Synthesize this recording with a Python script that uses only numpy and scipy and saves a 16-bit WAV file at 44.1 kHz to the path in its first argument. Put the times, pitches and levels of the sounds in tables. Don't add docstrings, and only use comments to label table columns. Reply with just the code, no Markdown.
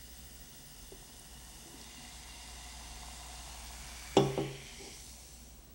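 import sys
import numpy as np
from scipy import signal
from scipy.fft import rfft, irfft, next_fast_len
from scipy.io import wavfile
from scipy.ndimage import uniform_filter1d

SR = 44100
rng = np.random.default_rng(int(sys.argv[2]) if len(sys.argv) > 2 else 0)


def waveform_to_disk(signal):
    frames = np.transpose(np.atleast_2d(signal))
    scaled = np.clip(frames, -1, 1) * 32767
    samples = np.round(scaled).astype(np.int16)
    wavfile.write(sys.argv[1], SR, samples)


N = 253322
TIME = np.arange(N) / SR

# time in seconds, level in dB.
FOAM_LEVEL = [(0, -55.5), (1.1, -55.5), (1.74, -53.5), (2.03, -52), (3.6, -50.5), (4.3, -48.5),
              (4.5, -50.5), (4.95, -50.5), (5.35, -56.5), (5.74, -65.5)]
# pitch in Hz, width in Hz, relative strength in dB.
GLASS_POSES = [
    [(1440, 114, -3), (1906, 235, 1.5), (2906, 150, 5.5), (3540, 240, 2), (4500, 49, 2.5), (5090, 410, 2),
     (6130, 470, 1.5), (8540, 710, -2.5)],
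    [(2015, 140, 1), (2813, 55, 5.5), (3600, 250, -1.5), (4800, 260, 0), (6150, 140, 0), (8900, 270, -5.5)],
    [(2050, 120, -4.5), (2800, 68, 3.5), (3630, 150, 1.5), (4770, 250, -3), (6170, 330, -1),
     (8700, 400, -6)],
    [(1660, 650, -1.5), (2290, 140, 5.5), (2920, 100, -2), (3460, 100, -1.5), (4650, 160, -1),
     (5940, 590, -3), (7920, 120, -7)],
    [(2210, 340, 8), (3110, 380, 6.5), (4300, 74, -1), (4580, 40, 0), (5700, 370, -2), (7890, 140, -20)],
    [(2200, 240, 0.5), (3150, 310, 0), (4480, 300, -1), (5600, 780, 1.5), (7950, 400, -4)],
    [(2190, 160, -7), (2800, 46, -3), (4400, 130, -4), (5900, 480, 0.5), (7900, 98, -5), (8550, 66, -8),
     (9230, 38, -19)],
]
# relative level in dB, tilt in dB per octave.
FOAM_BETWEEN_TONES = [(-6, 8), (-3.5, 1.5), (0.5, 1.4), (-10, 5), (-5, 2.5), (-10, 4.5), (-5, 4.5)]
# start in seconds, length in seconds.
GLASS_TURNS = [(1.7, 0.19), (2.6, 1), (3.453, 0.96), (4.093, 0.32), (4.586, 0.28), (4.905, 0.15)]
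# frequency in Hz, relative level in dB per Hz.
FOAM_COLOUR = [(650, -82), (1100, -24), (1370, -2), (2500, -2), (2790, -1), (3070, -0.5), (6320, -1.5),
               (8680, -2.5), (15000, -22)]
# pitch in Hz, width in Hz, relative strength in dB.
AIR_COLUMN = [(724, 32, -2), (921, 218, -7.5)]
COLUMN_DB, COLUMN_LEAST_DB = -56, -73.5
FULL_S, FADE_START_S, FILL_DB_PER_S, FADE_DB_PER_S = 3.17, 3.61, 5, 8
# start in seconds, level in dB, first pitch in Hz, ratio between their three tones.
BIG_BUBBLES = [(1.1944, -38, 9600, 0.97), (1.8125, -35, 4500, 1.13)]

# start in seconds, level in dB, contact sharpness in Hz,
# share of the free ring time (no unit), clack in dB relative to the wood.
TABLE_KNOCKS = [(.9195, -36, 620, 0.28, -32), (4.152, -41, 600, 0.26, -45),
                (4.168, -13.5, 1900, 0.78, -7.5), (4.376, -22, 1300, 0.85, -23)]
# pitch in Hz, relative strength in dB, free time to drop 60 dB in seconds.
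TABLE_TONES = [(136.8, -9, 0.59), (159.5, -22, 0.44), (198.6, -10.5, 0.38), (234, -30, 0.37),
               (255.3, -11, 0.15), (324, -9, 0.32), (364, -21, 0.031), (376.6, -9, 0.34),
               (393.2, -2.5, 0.28), (419.4, -13, 0.44), (443, -9.5, 0.116), (470, -23, 0.13),
               (504, 3, 0.047), (557, -13.5, 0.17), (606, -26, 0.22), (648, -34, 0.17), (713, -20, 0.27),
               (754, -34, 0.31), (790, -7.5, 0.14), (840, -8, 0.12), (887, -15, 0.024), (920, -12, .04),
               (1076, -29, 0.52), (1126, -26, 0.41), (1143, -24, .1), (1304, -23, 0.22)]
# frequency in Hz, relative level in dB per Hz.
TABLE_THUD = [(90, -44), (140, 10), (400, 8.5), (900, -6.5), (1500, -8), (2500, -16), (4000, -42)]
# pitch in Hz, width in Hz, relative strength in dB.
CAN_SHELL = [(2080, 190, -9.5), (2860, 68, 8.5), (3200, 180, 0.5), (3560, 330, -3), (5450, 130, -13),
             (6050, 230, -6), (7330, 960, -14.5)]
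# pitch in Hz, width in Hz, relative strength in dB.
CAN_LID = [(3420, 74, 5), (5310, 87, -2), (5700, 240, -3)]

# start in seconds, level in dB, pitch in Hz, time to drop 60 dB in seconds.
AIR_GULPS = [(1.659, -50, 334, 0.31), (1.742, -44.5, 271, 0.086), (1.782, -51, 246, 0.12),
             (1.804, -46, 232, 0.097), (1.98, -49, 248, 0.13), (2.036, -50, 245, 0.14)]
# start in seconds, length in seconds,
# level in dB.
TABLE_SLIDES = [(1.657, .16, -63), (4.809, 0.074, -52.5)]
GRIP_DB_PER_S, LIFT_DB_PER_S = 400, 150

# frequency in Hz, time to drop 60 dB in seconds.
ECHO_TIMES = [(150, 0.39), (600, 0.62), (2000, 0.57), (8000, 0.086)]
ECHO_DB = -12.5

# time in seconds, level in dB.
HUM_LEVEL = [(0, -57), (.35, -55.5), (.62, -72), (.85, -60), (1.1, -70), (1.33, -54), (1.6, -61),
             (2.1, -57.5), (2.7, -52), (4.3, -52.5), (4.65, -62.5), (5.1, -56.5), (5.74, -59)]
# pitch in Hz, level in dB.
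FUZZY_DRONES = [(140.0, -66.5), (231.5, -67.5)]
# frequency in Hz, relative level in dB per Hz.
AIR_COLOUR = [(38, -32), (65, -2.5), (86, -13), (263, -15), (365, -18.5), (416, -19), (540, -21),
              (766, -24.5), (1020, -65), (1110, -30.5), (3940, -33.5), (5840, -47), (12000, -65),
              (15600, -82), (22000, -120)]
HUM_HZ, RUMBLE_DB, AIR_DB = 59, -62, -61

# time in seconds, level in dB.
WHINE_LEVEL = [(0, -58), (.6, -58.5), (1.7, -68), (1.95, -64), (2.4, -71), (3.1, -67), (3.5, -65),
               (3.67, -60), (3.9, -69), (4.15, -60), (4.55, -71), (4.85, -72), (4.97, -66), (5.74, -62)]
WHINE_HZ, FLICKER_HZ, HISS_DB = 15734.26, 13.01, -78
TOP_HZ = 15830


def fizz():
    source = patchy(bursts(rate=6000, spread_db=5.0, mist=1.56), depth_db=0.9)
    pose = sum(np.clip((TIME - start) / length, 0, 1) for start, length in GLASS_TURNS)
    foam = np.zeros(N)
    for k, (tones, (between_db, tilt_db)) in enumerate(zip(GLASS_POSES, FOAM_BETWEEN_TONES)):
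        def response(hz):
            open_db = between_db + along(FOAM_COLOUR, hz) + tilt_db * np.log2(hz / 4000 + 0.01)
            return np.sqrt(amp(2 * open_db) + humps(tones, hz))
        share = np.clip(1 - abs(pose - k), 0, 1)
        foam += share * unit(filtered(source, response))

    column = bursts(rate=900, spread_db=6.5, mist=1.3)
    column = unit(filtered(column, lambda hz: np.sqrt(humps(AIR_COLUMN, hz))))
    column_db = plateau(COLUMN_DB, FULL_S, FADE_START_S, FILL_DB_PER_S, FADE_DB_PER_S)
    column_db = np.maximum(column_db, COLUMN_LEAST_DB)
    out = amp(curve(FOAM_LEVEL)) * foam + amp(column_db) * column

    t = TIME[:SR // 20]
    for start, db, hz, ratio in BIG_BUBBLES:
        tones = [(hz * ratio ** k, -6, 0.02) for k in range(3)]
        out[round(start * SR):][:len(t)] += amp(db) * ring(tones, t, rise=6.8)
    return out


def bursts(rate, spread_db, mist):
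    when, sign = rng.random((2, N))
    size = amp(spread_db * rng.standard_normal(N))
    clicks = (when < rate / SR) * size * np.sign(sign - 0.5)
    return unit(unit(clicks) + mist * rng.standard_normal(N))


def patchy(x, depth_db):
    spectrum = signal.stft(x, nperseg=512)[2]
    field = rng.standard_normal(spectrum.shape)
    field = uniform_filter1d(field, 6, 0)
    field = uniform_filter1d(field, 16, 1)
    return signal.istft(spectrum * amp(depth_db * unit(field)), nperseg=512)[1][:N]


def knocks():
    out, t = np.zeros(N + SR), TIME[:SR]
    for start, db, sharp_hz, hold, clack_db in TABLE_KNOCKS:
        push = np.hanning(round(SR / sharp_hz) + 2)
        thud = noise(lambda hz: amp(along(TABLE_THUD, hz)))[:SR]
        thud = thud * amp(-11.5 - 60 * t / (0.26 * hold))
        wood = ring(TABLE_TONES, t, hold, rise=0.91) + thud
        wood = np.convolve(wood, push / push.sum())[:SR]

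        shell = noise(lambda hz: np.sqrt(humps(CAN_SHELL, hz) + amp(-46) / (1 + (hz / 7000) ** 12)))[:SR]
        lid = noise(lambda hz: np.sqrt(humps(CAN_LID, hz)))[:SR]
        clack = shell * amp(-60 * t / 0.043) + lid * amp(-19 - 60 * t / 0.31)
        clack = clack * (1 - np.exp(-t / 0.00044))
        out[round(start * SR):][:SR] += amp(db) * (wood + amp(clack_db) * clack)
    return filtered(out[:N], lambda hz: (1j * hz / (95 + 1j * hz)) ** 2)


def glugs():
    out, t = np.zeros(N), TIME[:SR // 4]
    for start, db, hz, t60 in AIR_GULPS:
        out[round(start * SR):][:len(t)] -= amp(db) * ring([(hz, 0, t60)], t, rise=0.14)
    return out


def slide():
    level = sum(amp(plateau(db, start, start + length, GRIP_DB_PER_S, LIFT_DB_PER_S))
                for start, length, db in TABLE_SLIDES)
    lift = [(130, 13.5), (400, 6.5), (800, 0.5)]
    rubbed = [(hz, 9 / t60, db + along(lift, hz)) for hz, db, t60 in TABLE_TONES if t60 > 0.06]
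    return level * noise(lambda hz: np.sqrt(humps(rubbed, hz)))


def walls(x):
    hz, t, spectrum = signal.stft(rng.standard_normal(SR // 2), SR, nperseg=256)
    fade = amp(-60 * t / along(ECHO_TIMES, hz)[:, None])
    tail = signal.istft(spectrum * fade, SR, nperseg=256)[1]
    delayed = np.pad(x, (300, 0))
    return signal.fftconvolve(delayed, tail / np.linalg.norm(tail))[:N]


def room_tone():
    hum = amp(curve(HUM_LEVEL)) * np.sqrt(2) * np.sin(2 * np.pi * HUM_HZ * TIME)
    rumble = amp(RUMBLE_DB) * noise(lambda hz: np.sqrt(humps([(41, 3.4, 0)], hz)))
    drones = sum(amp(db) * noise(lambda f: np.sqrt(humps([(hz, 16, 0)], f))) for hz, db in FUZZY_DRONES)
    air = amp(AIR_DB) * noise(lambda hz: amp(along(AIR_COLOUR, hz)))
    return hum + rumble + drones + air


def screen():
    turn = 2 * np.pi * WHINE_HZ * TIME
    flicker = 2 * np.pi * FLICKER_HZ * (TIME - 0.0355)
    whine = np.cos(turn) + amp(-5) * np.cos(turn + flicker)
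    faint = amp(-22 - 4 * TIME) * np.cos(2 * np.pi * 14002 * TIME)
    hiss_colour = [(9000, -5), (12000, -10), (14500, -21.0), (16000, 0.0)]  # Hz, relative dB per Hz
    hiss = noise(lambda hz: amp(along(hiss_colour, hz)))
    return amp(curve(WHINE_LEVEL)) * (unit(whine) + faint) + amp(HISS_DB) * hiss


def ring(modes, t, hold=1, rise=0.26):
    scatter_db = 1.5 * rng.standard_normal(len(modes))
    out = np.zeros(len(t))
    for (hz, db, t60), extra_db in zip(modes, scatter_db):
        decay = amp(db + extra_db - 60 * t / (hold * t60))
        out += decay * np.sin(2 * np.pi * hz * t) * (1 - np.exp(-t * hz / rise))
    return out


def noise(response):
    return unit(filtered(rng.standard_normal(N), response))


def humps(modes, hz):
    return sum(amp(2 * db) / (1 + ((hz - centre) / width) ** 2) ** 2 for centre, width, db in modes)


def filtered(x, response):
    m = next_fast_len(N + SR // 2)
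    return irfft(rfft(x, m) * response(np.fft.rfftfreq(m, 1 / SR)), m)[..., :N]


def plateau(db, start, end, rise, fall):
    return db - rise * np.clip(start - TIME, 0, None) - fall * np.clip(TIME - end, 0, None)


def curve(rows):
    return np.interp(TIME, *np.transpose(rows))


def along(points, hz):
    f, v = np.transpose(points)
    return np.interp(np.log(hz + 1), np.log(f + 1), v)


def amp(db):
    return 10 ** (np.asarray(db) / 20)


def unit(x):
    return x / np.sqrt(np.mean(x ** 2) + 1e-20)


def scene():
    hits = knocks() + glugs()
    echo = amp(ECHO_DB) * walls(hits)
    mono = fizz() + hits + echo + slide() + room_tone() + screen()
    return np.array([mono, mono])


def record(dry):
    return filtered(dry, lambda hz: hz < TOP_HZ)


dry = scene()
out = record(dry)
waveform_to_disk(out)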